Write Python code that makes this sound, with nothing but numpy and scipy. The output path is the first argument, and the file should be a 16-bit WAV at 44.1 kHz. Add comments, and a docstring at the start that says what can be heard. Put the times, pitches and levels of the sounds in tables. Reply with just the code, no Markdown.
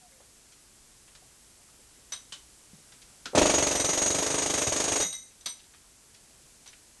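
"""A pneumatic pick at the rock face of a tunnel, heard on one microphone inside the close lining.
The miner sets the steel with a few clanks, fires one burst of about 24 strokes a second, and lets
the steel ring out. Each stroke is an exhaust thump, then a crack on the rock and a ring of the steel.
Loose stones knock, two faint squeaks come from far off, and a low-level hiss lies under it all."""
import sys
import numpy as np
from scipy import signal
from scipy.fft import rfft, irfft
from scipy.io import wavfile
from scipy.ndimage import uniform_filter1d

SR = 44100
rng = np.random.default_rng(int(sys.argv[2]) if len(sys.argv) > 2 else 0)


def bounce(signal):
    """Save signal as a 16-bit WAV file at the path given by the first command-line argument."""
    frames = np.transpose(np.atleast_2d(signal))
    limited = np.clip(frames, -1, 1)
    pcm = np.round(limited * 32767).astype(np.int16)
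    wavfile.write(sys.argv[1], SR, pcm)


N = 308700
TIME = np.arange(N) / SR

# spectra of the hiss, the tip touching rock and a full blow: frequency_hz, relative_density_db
HISS_SPECTRUM = [(12, -22), (20, -5), (54, -1), (81, -7), (139, -7), (173, -11), (208, -8.5), (535, -14),
                 (612, -15), (892, -16), (1200, -17), (3720, -17.5), (7910, -11), (11500, -17.5),
                 (12500, -31.5), (16200, -59.5), (22000, -120)]
CLANK_SPECTRUM = [(40, -26), (150, -12), (450, -12.5), (700, -5.5), (1400, -2), (2500, -3.5), (3700, 4.5),
                  (5000, 0.5), (7000, -2), (9000, -5.5), (12000, -31)]
CRACK_SPECTRUM = [(400, 8), (900, -1.5), (1500, -4), (2500, -4), (4000, -5), (5200, -5.5), (6400, 1),
                  (7500, -5), (9000, -7.5), (10500, -17), (11500, -25), (12500, -28)]
# slow swell of the hiss: time_s, gain_db
HISS_DRIFT = [(0, -1), (2.0, 0), (3.2, 1), (5.3, -1), (5.9, -1), (6.5, 0), (7, -0.5)]
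# faint squeaks far from the microphone: start_s, length_s, start_hz, end_hz, level_db
FAR_SQUEAKS = [(0.005, 0.085, 757, 690, -58), (0.099, 0.097, 560, 496, -63)]
# short knocks and clinks of stones and of the steel touching rock:
# start_s, level_db, centre_hz, width_octaves
KNOCKS_AND_CLINKS = [(0.200, -53, 700, 1.4), (0.520, -55, 3470, 2), (1.078, -57, 1990, 1.8),
                     (1.150, -52.5, 2340, 3.2), (1.222, -59, 674, .65), (2.122, -45, 1350, .81),
                     (2.322, -40, 3040, .086), (2.732, -51, 165, 0.76), (2.920, -51, 2600, 2.5),
                     (3.016, -50.5, 3650, 1.8), (3.255, -33.5, 3180, 1.8), (3.256, -35, 1477, 0.29),
                     (3.258, -42.5, 340, 1.7), (3.332, -33.5, 454, 0.86), (4.671, -34, 102, 1.2),
                     (5.022, -35, 185, .5), (5.458, -35, 4520, .3), (5.458, -43, 2184, .1),
                     (5.458, -43, 3480, 0.07), (5.461, -50.5, 288, 1.5), (5.590, -54.5, 3400, 1.1),
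                     (5.736, -54.5, 1460, 2.7), (6.145, -52, 3700, 2), (6.660, -47, 2470, 3.4),
                     (6.728, -54, 2000, 1.5)]
# the loose steel knocks on rock and excites a band of its modes:
# start_s, relative_crack_db, relative_ring_db, ring_t60_s, centre_hz, width_octaves
STEEL_CLANKS = [(2.121, -41, -37.5, 0.21, 5000, 1.05), (2.322, -43.5, -53.5, 0.15, 5500, .8),
                (5.126, -48, -38.5, 0.33, 3000, 3.6), (5.408, -63, -54, .1, 5250, 0.65),
                (5.459, -39, -34.5, 0.24, 8500, 1.4), (5.637, -65, -65.5, 0.089, 6160, .5),
                (6.675, -56.5, -47, 0.1, 5990, 0.27)]
# modes of the pick steel, each a beating pair: pitch_hz, relative_db, split_hz
BENDING_MODES = [(2072, -14.5, 17), (3795, -7.5, 45), (3770, -14, 99), (5953, -2.5, 24), (6030, -7.5, 65),
                 (8520, -4, 27), (11310, -18.5, 30)]
LENGTHWISE_MODES = [(6646, 1, 28), (6200, -16, 330), (6220, -10.5, 340)]
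# the piston changes pace with the miner's push: start_s, nominal_strokes_per_s
PISTON_PACE = [(3.3737, 25), (3.4943, 23.5), (3.7495, 22), (3.8869, 23.5), (4.1425, 25.5), (4.6138, 19.5),
               (4.719, 25.5), (4.955, 23)]
# the exhaust thump returns from floor and lining: delay_s, gain_db
LINING_ECHOES = [(.0034, -4), (.0061, -16), (.0118, -17), (0.0172, -11), (.0215, -8), (.0272, -13)]
# hollow resonances of the heading, rung by the exhaust: pitch_hz, relative_db, t60_s
HEADING_MODES = [(275.3, -10.5, 0.18), (294, -12.5, 0.16), (355, -14, .16), (376, -12, 0.038),
                 (433.7, -11, 0.18), (513, -11.5, 0.047), (528, -18.5, 0.092), (587.2, -13, 0.28),
                 (625.3, -14.5, 0.29), (736, -23, 0.23), (868, -20, .09), (883, -16.5, 0.074),
                 (947, -13, .12), (1171, -16.5, .11), (1262, -19, 0.16)]
# how strongly the steel rings as its seat in the rock changes: time_s, lengthwise_db, bending_db
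SEAT_RING = [(3.37, -40, -35), (3.42, -30, -40), (3.58, -28, -36), (3.77, -40, -32), (3.85, -29.5, -34),
             (4.10, -28.5, -36), (4.22, -35, -37.5), (4.50, -35, -37.5), (4.59, -30, -34.5),
             (4.85, -35.5, -40), (4.94, -31.5, -34), (5.02, -33.5, -30.5)]

FIRST_STROKE_S, FIRST_STROKE_DB = 3.3484, -3.5  # a weaker stroke as the valve opens
LAST_STROKE_S, REBOUND_S = 4.9985, 5.021  # after the last stroke the steel springs free
SURGE_DECAY_S = 0.22  # air stored in the hose drives the first strokes harder
CRACK_DB, CRACK_SURGE_DB, REBOUND_CRACK_DB = -26, 7, -30.5
SPRAY_ABOVE_HZ, SPRAY_DB, SPRAY_SURGE_DB = 6498, -24.5, 1.5  # fine chips gain less from the surge
GRIP_BELOW_HZ, GRIP_DB = 5000, -4  # pressing into the rock damps the low bending modes
RUBBLE_PER_S, RUBBLE_DB, RUBBLE_LOW_HZ, RUBBLE_HIGH_HZ, RUBBLE_OCTAVES = 2, -64, 350, 4000, .6
HISS_DB, RING_SCATTER_DB, CUTOFF_HZ = -56.5, 3, 12500


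def from_db(db):
    """Decibels to gain."""
    return 10 ** (np.asarray(db) / 20)


def rms_one(x):
    """Scale to an rms of 1."""
    return x / np.sqrt(np.mean(x ** 2) + 1e-20)


def band(x, low_hz, high_hz):
    """Causal band-pass."""
    edges_hz = [max(low_hz, 15), min(high_hz, .45 * SR)]
    return signal.sosfilt(signal.butter(2, edges_hz, "band", fs=SR, output="sos"), x + 1e-18)


def coloured(x, spectrum):
    """Give a steady signal a spectrum; rms 1."""
    hz, db = np.transpose(spectrum)
    bins_hz = np.maximum(np.fft.rfftfreq(N, 1 / SR), 1)
    gain = from_db(np.interp(np.log(bins_hz), np.log(hz), db))
    return rms_one(irfft(rfft(x) * gain, N))


def grit(spread_db):
    """Noise of many tiny fractures and reflections of uneven size."""
    return rng.standard_normal(N) * from_db(spread_db * rng.standard_normal(N))


def clicks(times, db):
    """One sample for each blow."""
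    out = np.zeros(N)
    np.add.at(out, np.round(times * SR).astype(int), from_db(db))
    return out


def resonator(x, hz, t60):
    """A unit click sets a sine of height 1 ringing."""
    radius, angle = 10 ** (-3 / (t60 * SR)), 2 * np.pi * hz / SR
    return signal.lfilter([0, np.sin(angle)], [1, -2 * radius * np.cos(angle), radius ** 2], x + 1e-18)


def blow_envelope(times, db, rise_s, t60):
    """Overlapping blows build up and die away; their powers add."""
    power = np.zeros(N)
    for start_s, gain, decay_s in np.broadcast(times, from_db(db), t60):
        start = round(start_s * SR)
        age = TIME[:min(N - start, SR // 2)]
        blow = gain * (1 - np.exp(-age / rise_s)) * 10 ** (-3 * age / decay_s)
        power[start:start + len(age)] += blow ** 2
    return np.sqrt(power)


def hiss():
    """The tunnel's background: bright hiss over a faint rumble, swelling slightly."""
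    swell_db = np.interp(TIME, *np.transpose(HISS_DRIFT))
    return from_db(HISS_DB + swell_db) * coloured(rng.standard_normal(N), HISS_SPECTRUM)


def squeaks():
    """Thin, distant tones that swell, sag in pitch and fade."""
    out = np.zeros(N)
    for start_s, length_s, start_hz, end_hz, db in FAR_SQUEAKS:
        progress = np.clip((TIME - start_s) / length_s, 0, 1)
        phase = 2 * np.pi * np.cumsum(start_hz + (end_hz - start_hz) * progress) / SR
        out += from_db(db) * np.sin(np.pi * progress) * np.sin(phase)
    return out


def tunnel(x, echo_db, t60, first_echo_s):
    """The close lining returns a short, dense wash of echoes to the microphone."""
    age = TIME[:SR // 2]
    echoes = rng.standard_normal(len(age)) * 10 ** (-3 * age / t60) * (age > first_echo_s)
    return x + from_db(echo_db) * signal.fftconvolve(x, echoes / np.linalg.norm(echoes))[:N]


def knocks():
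    """Stones, or the steel touching rock, sound briefly in one band each; rubble settles at random."""
    out = np.zeros(N)
    grains = band(grit(spread_db=6), low_hz=40, high_hz=9000)
    rubble = []
    for when, pitch in rng.random((round(RUBBLE_PER_S * N / SR), 2)):
        hz = RUBBLE_LOW_HZ * (RUBBLE_HIGH_HZ / RUBBLE_LOW_HZ) ** pitch
        rubble.append((when * TIME[-1], RUBBLE_DB, hz, RUBBLE_OCTAVES))
    for start_s, db, hz, octaves in KNOCKS_AND_CLINKS + rubble:
        edge_ratio = 2 ** (octaves / 2)
        contact = rms_one(band(grains, hz / edge_ratio, hz * edge_ratio))
        out += blow_envelope([start_s], [db], rise_s=.001, t60=.14) * contact
    return out


def steel_tones(modes, width_hz, partner_db):
    """A (pitch, tone) for each mode, beating against its partner; play in the socket makes both waver."""
    tones = []
    for hz, mode_db, split_hz in modes:
        waver = np.cumsum(rng.standard_normal((2, N)), axis=1) * np.sqrt(2 * np.pi * width_hz / SR)
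        waver = uniform_filter1d(waver, size=40, axis=1)
        main = np.sin(2 * np.pi * hz * TIME + waver[0])
        partner = np.sin(2 * np.pi * (hz + split_hz) * TIME + waver[1])
        tones.append((hz, from_db(mode_db) * rms_one(main + from_db(partner_db) * partner)))
    return tones


def clanks():
    """The tip touches rock: a crack, and the loose steel rings in the bending modes the contact favours."""
    times, crack_db, ring_db, t60, centre_hz, octaves = np.transpose(STEEL_CLANKS)
    grains = coloured(grit(spread_db=3.5), CLANK_SPECTRUM)
    out = blow_envelope(times, crack_db + 6, rise_s=.00067, t60=.17) * grains
    for hz, tone in steel_tones(BENDING_MODES, width_hz=5, partner_db=-.5):
        mode_db = ring_db + 3.5 - 3 * (np.log2(hz / centre_hz) / octaves) ** 2
        out += tone * blow_envelope(times, mode_db, rise_s=.001, t60=t60)
    return out


def stroke_times():
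    """The first short stroke, then evenly spaced strokes within each stretch of steady pace."""
    starts, rates = np.transpose(PISTON_PACE)
    ends = np.append(starts[1:], LAST_STROKE_S)
    runs = [np.linspace(start, end, round((end - start) * rate), endpoint=False)
            for start, end, rate in zip(starts, ends, rates)]
    return np.concatenate([[FIRST_STROKE_S], *runs, [LAST_STROKE_S]])


def stroke_levels(times, working_db, surge_db, scatter_db):
    """Strokes are hard at first, sag with the air pressure and are never twice the same."""
    first_full_s = PISTON_PACE[0][0]
    surge = np.exp(-np.maximum(times - first_full_s, 0) / SURGE_DECAY_S)
    opening_db = FIRST_STROKE_DB * (times < first_full_s)
    return working_db + surge_db * surge + opening_db + scatter_db * rng.standard_normal(len(times))


def exhaust(times, thump_db):
    """The piston vents: a thump with its echoes, the hollow of the heading, and a slower push of bass."""
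    vents = times + .00127
    puffs = clicks(vents, thump_db)
    echoes = sum(clicks(vents + delay_s, thump_db + echo_db) for delay_s, echo_db in LINING_ECHOES)
    low_hz, high_hz = 317.6, 697
    thump = band(puffs + echoes, low_hz, high_hz) * SR / (2 * (high_hz - low_hz))
    hollow = sum((-1) ** k * from_db(mode_db) * resonator(puffs, hz, t60)
                 for k, (hz, mode_db, t60) in enumerate(HEADING_MODES))
    push = resonator(clicks(vents + .0031, thump_db), hz=82.7, t60=.017)
    bass = band(push, low_hz=48.46, high_hz=220)
    air = from_db(1.5) * thump + from_db(-1.5) * hollow + from_db(-6) * bass
    return signal.sosfilt(signal.butter(3, 45, "high", fs=SR, output="sos"), air)


def hammer(times, thump_db):
    """Just after venting, the piston drives the steel home: the rock cracks, sprays chips and thuds."""
    impacts = times + .003
    crack_times = np.append(impacts, REBOUND_S)
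    grains = coloured(band(grit(spread_db=2.5), low_hz=600, high_hz=16000), CRACK_SPECTRUM)
    crack = np.zeros(N)
    for side, db, surge_db in (("low", CRACK_DB, CRACK_SURGE_DB), ("high", SPRAY_DB, SPRAY_SURGE_DB)):
        force_db = np.append(stroke_levels(times, db, surge_db, scatter_db=.5), REBOUND_CRACK_DB)
        fracture = signal.sosfilt(signal.butter(3, SPRAY_ABOVE_HZ, side, fs=SR, output="sos"), grains)
        crack += blow_envelope(crack_times, force_db, rise_s=.00063, t60=.17) * fracture
    # the broken rock gives way with a dull, uneven thud
    rumble = rms_one(band(rng.standard_normal(N), low_hz=45.2, high_hz=266))
    thud = blow_envelope(impacts, thump_db - 10.5, rise_s=.0011, t60=.12) * rumble
    return crack + thud + steel_ring(impacts)


def restruck_envelope(times, db, rise_s, t60):
    """Every blow stops the old ring and starts its own; only the last one rings out."""
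    latest = np.searchsorted(times, TIME) - 1
    age = np.abs(TIME - times[latest])
    level = from_db(db[latest] - 60 * age / t60) * (latest >= 0)
    smoothing = np.exp(-1 / (rise_s * SR))
    return signal.lfilter([1 - smoothing], [1, -smoothing], level + 1e-18)


def struck_modes(modes, times, db, width_hz, partner_db):
    """Each blow shares its energy among the modes a little differently; the rebound rings evenly."""
    out = np.zeros(N)
    grip = from_db(GRIP_DB * (TIME < REBOUND_S))
    for hz, tone in steel_tones(modes, width_hz, partner_db):
        scatter = np.clip(rng.standard_normal(len(times)), -2, 1) * (times < REBOUND_S)
        level = restruck_envelope(times, db + RING_SCATTER_DB * scatter, rise_s=.0044, t60=.42)
        out += tone * level * (grip if hz < GRIP_BELOW_HZ else 1)
    return out


def steel_ring(impacts):
    """Every full blow, and the rebound at the end, sets the steel ringing lengthwise and sideways."""
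    times = np.append(impacts[1:], REBOUND_S)
    seat_s, *seat_levels = np.transpose(SEAT_RING)
    lengthwise_db, bending_db = (np.interp(times, seat_s, db) for db in seat_levels)
    lengthwise = struck_modes(LENGTHWISE_MODES, times, lengthwise_db, width_hz=36, partner_db=-5)
    bending = struck_modes(BENDING_MODES, times, bending_db, width_hz=32.2, partner_db=-1)
    return lengthwise + bending


def scene():
    """One microphone in the tunnel hears it all, so both channels are alike."""
    times = stroke_times()
    thump_db = stroke_levels(times, working_db=-26, surge_db=13.5, scatter_db=.6)
    direct = hammer(times, thump_db) + clanks() + knocks() + squeaks()
    echoing = tunnel(direct, echo_db=-12, t60=.36, first_echo_s=.005)
    return np.tile(echoing + exhaust(times, thump_db) + hiss(), (2, 1))


def record(dry):
    """The top of the microphone's signal is cut steeply."""
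    return signal.sosfilt(signal.ellip(10, .2, 80, CUTOFF_HZ, fs=SR, output="sos"), dry)


dry = scene()
out = record(dry)
bounce(out)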